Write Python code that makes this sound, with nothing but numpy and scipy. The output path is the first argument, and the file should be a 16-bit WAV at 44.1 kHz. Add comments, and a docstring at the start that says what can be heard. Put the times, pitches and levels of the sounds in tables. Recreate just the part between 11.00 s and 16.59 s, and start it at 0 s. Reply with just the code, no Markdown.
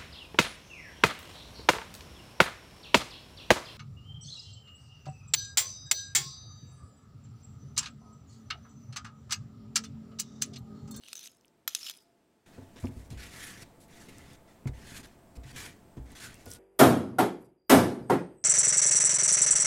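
"""Two steel spoons clink and scrape sticky squash off each other above a bowl: blows and grit ring modes.
Then a silicone spatula knocks and scrapes over the greasy floor of an iron pan on a wooden table:
pushes ring pan and table, gritty noise makes the hiss, and gliding resonances the blade's note.
Sticky food lets go in tiny wavelet ticks. Filtered noise makes the kitchen hiss and a faint appliance hum,
both louder once the gain is turned up; a short noise tail echoes the contacts."""
import sys
import numpy as np
from scipy import signal
from scipy.fft import rfft, irfft, next_fast_len
from scipy.io import wavfile
from scipy.ndimage import uniform_filter1d

SR = 44100
rng = np.random.default_rng(int(sys.argv[2]) if len(sys.argv) > 2 else 0)


def dump(signal):
    """Clip the signal to [-1, 1] and save it as 16-bit WAV at the path in sys.argv[1]."""
    limited = np.clip(np.atleast_2d(signal).T, -1, 1)
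    pcm = np.round(limited * 32767).astype(np.int16)
    wavfile.write(sys.argv[1], SR, pcm)


N = 246519
T = np.arange(N) / SR
CONTROL_T = T[::32]

# Modes of the spoons. Each row: frequency in Hz, relative level when struck in dB, t60 when struck freely
# in s, relative level when dragged in dB, spoon that rings.
SPOON_MODES = [(1360, -16.5, 0.02, -7.5, "moving"), (1750, -15, 0.013, -10.5, "moving"),
               (2556, -13.5, 0.018, -14, "both"), (3040, -13.5, 0.012, -7.5, "both"),
               (3410, -9, 0.015, -4.5, "moving"), (3816, -7.5, 0.015, -6, "held"),
               (3930, -6.5, 0.012, -5, "moving"), (4300, -9.5, 0.0162, -6, "both"),
               (5000, -11.5, 0.017, -5, "held"), (5300, -18.5, 0.033, -3, "both"),
               (5964, -10.5, 0.024, -9.5, "moving"), (6170, -10.5, 0.013, -7, "held"),
               (6900, -13, 0.033, -10, "moving"), (7300, -19, 0.02, -10, "both"),
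               (8290, -8.5, 0.014, -8, "both"), (9900, -18, 0.011, -10, "both"),
               (10600, -11, 0.012, -10.5, "held"), (11840, -10.5, 0.023, -14.5, "moving"),
               (12400, -14, 0.01, -10.5, "both"), (15400, -17, .012, -2.5, "moving")]
# Spoon on spoon. Each row: start in s, peak in dB, centre of the favoured modes in Hz, how much they are
# favoured in dB, moving spoon over held spoon in dB.
CLINKS = [(0.0362, -39.5, 2950, 24, -7), (0.0632, -44, 2950, 26, 0), (0.0842, -37, 2600, 12, -4),
          (0.1303, -26, 2530, 7, -6), (0.154, -32, 5900, 16, -8), (0.1655, -36, 6000, 20, -6),
          (0.17, -37, 6000, 20, -6), (0.1778, -37, 6100, 20, -6), (0.1925, -34, 6200, 13, -6),
          (0.238, -38, 4200, 12, -4), (0.2735, -36, 3730, 8, -3), (0.6772, -14, 11850, 9, 10),
          (0.69, -35, 6400, 8, 6), (0.7492, -13.5, 6135, 6, -10), (0.8303, -33, 5270, 22, 0.1),
          (0.8651, -30, 2920, 16, 6), (0.882, -35, 2950, 18, 5), (0.8972, -24, 3600, 5, -2),
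          (0.911, -31, 3750, 2, 0)]
# Bare contact noise of steel. Each row: frequency in Hz, gain in dB.
STEEL = [(600, -25.5), (1400, -6.5), (4000, 5.5), (12300, 6), (13800, -5.5), (15000, -0.5), (16000, -4.5)]
# Modes of pan and table. Each row: frequency in Hz, relative level in dB, t60 when knocked in s, part.
PAN_MODES = [(60.2, 4, 0.39, "table"), (95, -1, 0.32, "board"), (131.6, 3.5, 0.23, "rim"),
             (236, 2, 0.11, "floor"), (265.5, -3.5, 0.22, "floor"), (347, -3, 0.066, "floor"),
             (479, -4, 0.12, "blade"), (504, -8.5, 0.032, "blade"), (650, -5, 0.041, "blade"),
             (833, -5, 0.049, "blade"), (987, -7, 0.14, "blade")]
PRESSED_BELOW_DB = -20  # lighter clinks leave the spoons pressed together


def undb(db):
    """Amplitude ratio of a level in dB."""
    return np.exp(np.asarray(db) * np.log(10) / 20)


def level(x, db):
    """Scale x to an rms in dB."""
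    return x * undb(db) / np.sqrt(np.mean(x ** 2))


def ring(x, hz, t60_s):
    """One damped mode pushed by x; an impulse of 1 rings with amplitude 1."""
    radius = np.exp(-np.log(1000) / (max(t60_s, .002) * SR))
    w = 2 * np.pi * hz / SR
    return signal.lfilter([0, radius * np.sin(w)], [1, -2 * radius * np.cos(w), radius ** 2], x)


def glide(x, hz, width_hz):
    """A resonance whose centre moves: shift down, smooth, shift back."""
    turn = np.exp(2j * np.pi * np.cumsum(hz) / SR)
    smooth = signal.lfilter([1], [1, -np.exp(-np.pi * width_hz / SR)], x / turn)
    return np.real(smooth * turn)


def colour(x, points):
    """Shape x by a spectrum of (Hz, dB) points, straight over log frequency."""
    hz, db = np.transpose(points)
    n = next_fast_len(len(x))
    f = np.maximum(np.arange(n // 2 + 1) * SR / n, 1)
    gain = undb(np.interp(np.log(f), np.log(hz), db))
    return irfft(rfft(x, n) * gain, n)[:len(x)]


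def walk(rate_hz):
    """Random levels joined by straight slews of 1 / rate_hz; rms near 1.9."""
    k = int(SR / rate_hz)
    held = np.repeat(rng.standard_normal(N // k + 1), k)
    return 2.33 * uniform_filter1d(held, k)[:N]


def grit(clicks_per_s, spread_db):
    """Noise with scattered stronger samples, sizes exponential in dB; rms 1."""
    clicks = undb(spread_db * rng.exponential(size=N)) * (rng.random(N) < clicks_per_s / SR)
    return level(rng.standard_normal(N) * (1 + clicks), 0)


def add(out, start_s, x):
    """Mix x into out at start_s."""
    i = int(start_s * SR)
    out[i:i + len(x)] += x[:N - i]


def favour(hz, centre_hz, octaves):
    """0-1 bell around the modes that the contact point excites best."""
    return np.exp(-.5 * (np.log2(hz / centre_hz) / octaves) ** 2)


def gestures(rows, touch_s, swell_db_s, lift_s, lift_db, tail_db_s):
    """dB of each contact: touch, swell to the turn, move to the last level, lift, die away."""
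    curves = []
    for start, turn, end, turn_db, last_db, *_ in rows:
        times = [start - touch_s, start, turn, end, end + lift_s, end + lift_s + 1]
        start_db, lifted_db = turn_db - swell_db_s * (turn - start), last_db - lift_db
        levels = [turn_db - 39, start_db, turn_db, last_db, lifted_db, lifted_db - tail_db_s]
        # a time earlier than the one before it waits for it
        curves.append(np.interp(CONTROL_T, np.maximum.accumulate(times), levels, left=-200))
    return np.array(curves)


def together(db):
    """Gain over time of contacts that overlap: their powers add."""
    return np.interp(T, CONTROL_T, np.sqrt(np.sum(undb(db) ** 2, axis=0)))


def kitchen():
    """Room hiss and a wavering hum of narrow noise bands, both louder once the gain goes up."""
    # Hiss before and after the gain rise. Each row: frequency in Hz, relative level in dB per Hz.
    quiet_spectrum = [(15, -35.5), (25, -25), (238, -8), (288, -9.5), (358, -9.5), (617, -17), (669, -18),
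                      (746, -19.5), (16500, -41.5)]
    loud_spectrum = [(15, 5), (25, -1.5), (220, 3.5), (600, -5.5), (669, -5), (746, -7.5), (3700, -25.5),
                     (15200, -28.5), (16500, -28)]
    # Appliance. Each row: frequency in Hz, level before the gain rise in dB.
    hum_bands = [(661, -87), (686, -81.5), (871, -85), (7600, -94), (8300, -93)]
    gain_up_s, ramp_s, hum_rise_db = 1.4615, 0.0017, 10.5
    up = np.clip((T - gain_up_s) / ramp_s, 0, 1)
    hum = sum(level(ring(rng.standard_normal(N), hz, 190 / hz), db) for hz, db in hum_bands)
    quiet = level(colour(rng.standard_normal(N), quiet_spectrum), -70)
    loud = level(colour(rng.standard_normal(N), loud_spectrum), -58)
    return (1 - up) * quiet + up * loud + hum * undb(hum_rise_db * up)


def ticks():
    """A film of food snaps: a short wavelet over a bare click, mirrored by the metal close by."""
    # Each row: time in s, level in dB, wavelet frequency in Hz.
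    snaps = [(0.317, -46.5, 10500), (0.37, -50.5, 9500), (0.411, -52.5, 6000), (0.4477, -51, 3100),
             (0.4564, -50, 10300), (0.4812, -51, 5500), (0.9737, -39, 9500), (1.761, -49, 4470),
             (1.856, -40.5, 5260), (1.8706, -40, 2400), (2.1042, -42, 5920), (2.8826, -49, 11000),
             (3.184, -36, 7700), (3.3338, -44, 9000), (3.6576, -46, 1990), (4.0725, -47, 12000),
             (4.5295, -45, 9000), (5.119, -41, 9497), (5.3433, -36, 8300), (5.355, -45, 13000),
             (5.4584, -34, 14500), (5.4631, -40, 5370), (5.5051, -33, 11500), (5.5097, -39, 12000),
             (5.5134, -31, 7000), (5.5166, -27, 7000), (5.5237, -32, 9000), (5.5357, -30, 9800),
             (5.5374, -35, 9500), (5.5494, -36, 10500)]
    out = np.zeros(N)
    lead_s = T[60]
    t = T[:200] - lead_s
    for s, db, hz in snaps:
        cycles = t * hz
        envelope = np.exp(-(cycles / np.where(t < 0, .5, 1.3)) ** 2)  # faster rise than fall
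        snap = envelope * np.sin(2 * np.pi * cycles + 0.43)
        snap[59:62] += 0.6 * np.array([-.5, 1, -.5])  # click
        snap += undb(-4) * np.roll(snap, 16)  # reflection, 16 samples late
        add(out, s - lead_s, undb(db) * snap)
    return out


def rumble(gain):
    """Strokes keep the modes of pan and table humming: noise through short resonances."""
    # Relative shaking of each part in dB, keyed by part.
    part_db = dict(table=-19, board=2, rim=-6.5, floor=-3, blade=-12)
    shake = 0
    for hz, mode_db, t60_s, part in PAN_MODES:
        mode = level(ring(rng.standard_normal(N), hz, 0.19 * t60_s), 0)
        shake = shake + undb(mode_db + part_db[part]) * mode
    return level(shake, 0) * gain


def thuds():
    """A soft push rings table, board and pan, and the blade slaps; each knock shares its force differently."""
    # Spatula or pan knocking down. Each row: start in s, low thump in dB, thump note in Hz,
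    # pan floor in dB, blade in dB.
    knocks = [(1.578, -43, 99, -41.5, -45), (1.619, -50, 101, -47, -51.5), (1.76, -56, 90, -48, -48),
              (1.828, -30.5, 91, -63, -52), (1.84, -35, 97, -26.5, -36), (1.888, -39, 107, -38, -49.5),
              (1.963, -34.5, 74.7, -42, -69), (2.11, -40.5, 123, -51, -66), (2.128, -38.5, 95, -45, -53),
              (2.159, -41.5, 62, -55, -70), (3.082, -54, 112, -46, -58), (3.655, -26, 117.7, -34.5, -43),
              (3.69, -39.5, 62, -47, -47), (4.374, -36, 70.5, -51.5, -51), (4.448, -42.5, 123, -70, -72),
              (4.558, -43.5, 116, -76, -49), (4.97, -36.5, 114.7, -44, -49.5), (4.997, -38.5, 63, -49, -69),
              (5.463, -40.5, 82, -45, -42)]
    thump_db, thump_octaves = 20, 0.35  # how far low modes away from the note drop, width of the bell
    slap_t60_s = 0.13
    slap_spectrum = [(150, -15), (350, 2), (900, -8.5), (2500, -31), (16000, -58)]  # (Hz, dB)
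    out, t = np.zeros(N), T[:SR // 2]
    rings = []
    for k, (hz, mode_db, t60_s, _) in enumerate(PAN_MODES):
        push_s = 0.00088 + 0.16 / hz  # the heavier the part, the longer the push that reaches it
        push = np.sin(np.pi * np.clip(t / push_s, 0, 1))
        rings.append((-1) ** k * undb(mode_db) * ring(push / push.sum(), hz, t60_s))
    for s, low_db, thump_hz, floor_db, blade_db in knocks:
        slap = rng.standard_normal(len(t)) * undb(-60 * t / slap_t60_s)
        y = undb(blade_db + 13.5) * colour(slap, slap_spectrum)
        for mode, (hz, _, _, part) in zip(rings, PAN_MODES):
            thump = low_db - thump_db * (1 - favour(hz, thump_hz, thump_octaves))
            y += mode * undb(dict(floor=floor_db, blade=blade_db).get(part, thump))
        add(out, s, y)
    # the last knock catches the pan wall, which rings on
    add(out, 5.463, undb(-58) * ring(1. * (t == 0), hz=1450, t60_s=1.2))
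    return out


def stroke_controls():
    """Gains of hiss, treble and shaking over time, and the note of the blade in Hz."""
    # Spatula strokes and brushes. Each row: starts in s, turns in s, ends in s (a time earlier than the one
    # before it waits for it), level at the turn in dB, last level in dB, treble over hiss at the turn in dB,
    # shake at the turn in dB, blade note in Hz.
    strokes = [(1.462, 1.492, 2.08, -63, -76, -12, -71, 1740),
               (1.761, 1.793, 1.79, -55, -61, -16, -60, 1760), (1.8, 1.81, 1.89, -61, -65, 2, -58, 2400),
               (1.91, 1.99, 2.08, -68, -72, 3, -55, 2200), (2.104, 2.122, 2.17, -55.5, -66, -3, -48, 2360),
               (2.175, 2.24, 2.3, -50, -53, -6, -51.5, 2300),
               (2.308, 2.45, 2.58, -46.5, -55, -0.5, -54, 1750),
               (2.575, 2.62, 2.632, -52, -53, -4, -51, 2000),
               (2.803, 2.818, 2.87, -74.5, -82, 13.5, -74, 1979),
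               (2.885, 3.02, 3.075, -57.5, -62, -3, -56, 1960),
               (3.07, 3.09, 3.355, -60, -59.5, -9, -56, 2030), (3.086, 3.09, 3.096, -59, -59, 2, -60, 2030),
               (3.478, 3.507, 3.68, -65, -83, -18, -76, 1960),
               (3.673, 3.676, 3.72, -45.5, -86, -8.5, -42, 2100),
               (3.736, 3.979, 4.015, -50, -56, 0, -49, 1590),
               (4.031, 4.063, 4.02, -52.5, -51, -5.5, -54.5, 1690),
               (4.355, 4.373, 4.35, -61, -63, 0, -52.5, 2200),
               (4.435, 4.49, 4.515, -56.5, -49.5, -10.5, -60, 1870),
               (4.53, 4.55, 4.562, -57, -53, -8, -50, 1700),
               (4.562, 4.575, 4.665, -44.5, -47, -3, -53, 1700),
               (4.665, 4.68, 4.745, -52, -64, -3, -55, 1900),
               (4.971, 4.969, 4.988, -58.5, -64, -29, -45, 1848),
               (5.058, 5.125, 5.2, -60, -77, -10, -54.5, 1898),
               (5.152, 5.162, 5.19, -51.5, -49, -7, -71, 1960), (5.2, 5.25, 5.335, -47, -60, -2, -54, 1500),
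               (5.304, 5.336, 5.46, -62, -62, -6, -60.5, 2771),
               (5.46, 5.525, 5.57, -62, -64.5, 8, -56, 1450)]
    duller_db, shake_share = 0.83, 0.62  # treble over hiss and shake lost per dB below the turn's level
    unbend_octaves = 0.026  # before the turn: blade note raised per dB below the turn's level
    db = gestures(strokes, touch_s=0.01, swell_db_s=52, lift_s=0.012, lift_db=12, tail_db_s=121)
    _, turn_s, _, turn_db, _, treble_db, shake_db, note_hz = np.array(strokes).T[..., None]
    below_db = turn_db - db
    capped_db = np.minimum(below_db, 12)
    bent_hz = note_hz * 2 ** (unbend_octaves * capped_db * (CONTROL_T < turn_s))
    power = undb(db) ** 2
    blade_hz = np.sum(power * bent_hz, axis=0) / np.sum(power, axis=0)
    treble = together(db + treble_db - duller_db * capped_db)
    shake = together(np.where(db > -150, shake_db - shake_share * below_db, db))
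    return together(db), treble, shake, np.interp(T, CONTROL_T, blade_hz)


def spatula(hiss, treble, blade_hz):
    """Soft edge over greasy iron: gritty hiss in narrow streaks that come and go, and a rubbing blade."""
    # Each row: frequency in Hz, gain in dB.
    hiss_spectrum = [(300, -3), (600, -17), (1150, -7.5), (1500, -4), (1900, -1.5), (3300, -7.5),
                     (5000, -10), (10000, -9.5), (15000, -20.5), (16500, -50)]
    slip = colour(grit(3000, 1.5), hiss_spectrum) * undb(.7 * walk(90))
    low, high = 0, 0
    # the dense pan resonances swell and fade as the edge moves
    for hz in np.arange(550, 16200, 200):
        band = signal.butter(1, [hz - 70, hz + 70], "band", fs=SR, output="sos")
        streak = signal.sosfilt(band, slip) * undb(1.6 * walk(28))
        high_share = np.clip(np.log2(hz / 3200) / 1.28, 0, 1)
        low = low + np.sqrt(1 - high_share) * streak
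        high = high + np.sqrt(high_share) * streak
    bare = grit(3000, 1.5)
    rub = 0
    # two bending modes of the blade, each catching and slipping on its own
    for ratio, mode_db in ((1, 1.5), (1.75, -6)):
        catch = bare * undb(2.2 * walk(35))
        rub = rub + undb(mode_db) * glide(catch, blade_hz * ratio, width_hz=140)
    return hiss * (level(rub, -7.5) + level(low, -1.3)) + treble * level(high, 0.1)


def drag_gain():
    """Gain of the spoon drags, and of loose edges chattering after each free clink."""
    # An edge dragged over the other spoon. Each row: starts in s, turns in s, ends in s,
    # level at the turn in dB, last level in dB.
    drags = [(.008, .02, .04, -67, -64), (.045, .07, .14, -59, -56), (.15, .165, .225, -55, -54),
             (.225, .255, .273, -50, -51), (.69, .7, .745, -53, -56), (.76, .765, .82, -49, -52),
             (.805, .864, .912, -45.5, -46), (.93, .94, 1.03, -61, -74)]
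    rattle_db, rattle_decay_db_s = -21.5, 799.5  # chatter relative to the clink's peak
    drag_db = gestures(drags, touch_s=.01, swell_db_s=150, lift_s=.01, lift_db=13, tail_db_s=150)
    start_s, clink_db, *_ = np.transpose(CLINKS)[..., None]
    since_s = CONTROL_T - start_s
    chatter_db = clink_db + rattle_db - rattle_decay_db_s * since_s
    chatter_db = np.where((since_s > 0) & (clink_db > PRESSED_BELOW_DB), chatter_db, -200)
    return together([*drag_db, *chatter_db])


def steady(x):
    """Even out the level over 900 samples, to rms near 1."""
    return x / np.sqrt(uniform_filter1d(x ** 2, size=900))


def spoon_drag():
    """Stick-slip grit runs into the spoon modes; the moving contact picks which ones sound."""
    # Squeak of the hollow between the spoon bowls as the contact slides. Each row: time in s,
    # frequency in Hz, level over the drag in dB.
    squeaks = [(.03, 2940, -10), (.085, 2830, -5), (.11, 3700, -5), (.14, 3980, -13), (.152, 5800, -3),
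               (.19, 5900, -4), (.27, 6330, -3.5), (.69, 6100, -6.5), (.8, 6300, -8.5), (.82, 5300, -3),
               (.862, 5300, 1), (0.865, 2900, 2), (.89, 2850, -7.5), (.9, 4900, -9)]
    slip = colour(grit(900, 2.6) * undb(1.7 * walk(300)), STEEL)
    y = undb(20.5) * slip
    for hz, _, t60_s, mode_db, _ in SPOON_MODES:
        push = slip * undb(mode_db + 2.8 * walk(30) + 2.5 * walk(150))
        y += ring(push, hz, .55 * t60_s)
    s, hz, db = np.transpose(squeaks)
    squeak_hz = np.interp(T, s, hz) * (1 + 0.0095 * walk(66))
    squeak = glide(slip * undb(2.5 * walk(200)), squeak_hz, width_hz=150)
    # the hand sets the level, whichever modes sound
    return (steady(y) + steady(squeak) * undb(np.interp(T, s, db))) * drag_gain()


def clinks():
    """Each blow is a sharp contact with a brief rattle; it rings the modes of both spoons and cracks."""
    pressed_ring, pressed_shift = .6, .015  # t60 factor, spread of the mode frequencies as a share
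    out, t = np.zeros(N), T[:SR // 8]
    highpass = signal.butter(2, 600, "high", fs=SR, output="sos")
    for s, db, centre_hz, favour_db, moving_db in CLINKS:
        pressed = db < PRESSED_BELOW_DB
        noise = rng.standard_normal(len(t))
        shifts = rng.standard_normal(len(SPOON_MODES))
        push = .3 * noise * np.exp(-t / .0008)
        push[0] = 3.6
        push = signal.sosfilt(highpass, push)
        spoon_db = dict(moving=moving_db / 2, held=-moving_db / 2, both=0)
        y = undb(-3.5 - 6 * pressed) * colour(noise * np.exp(-t / .0022), STEEL)  # crack
        for k, (hz, mode_db, t60_s, _, spoon) in enumerate(SPOON_MODES):
            gain_db = mode_db + spoon_db[spoon] + favour_db * favour(hz, centre_hz, 0.099)
            mode_hz = hz * (1 + pressed_shift * pressed * shifts[k])
            y += (-1) ** k * undb(gain_db) * ring(push, mode_hz, t60_s * pressed_ring ** pressed)
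        add(out, s, y * undb(db) / np.abs(y).max())
    return out


def scene():
    """All contacts, their echo from the room's walls as a decaying noise tail, and the kitchen."""
    room_t60_s, room_db = 0.3, -22
    hiss, treble, shake, blade_hz = stroke_controls()
    pan = rumble(shake) + thuds() + spatula(hiss, treble, blade_hz)
    near = ticks() + pan + spoon_drag() + clinks()
    t = T[:SR // 2]
    walls = rng.standard_normal(len(t)) * undb(-60 * t / room_t60_s) * (t > .004)
    walls = colour(walls, [(100, -32), (500, -0.5), (3000, -18.5), (16000, -17)])
    echo = signal.fftconvolve(near, walls / np.sqrt(np.sum(walls ** 2)))[:N]
    return (near + undb(room_db) * echo + kitchen())[None]


def record(dry):
    """The recorder cuts the top: a steep low-pass at 15.9 kHz."""
    return signal.sosfilt(signal.ellip(10, .2, 70, 15900, fs=SR, output="sos"), dry)


dry = scene()
out = record(dry)
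dump(out)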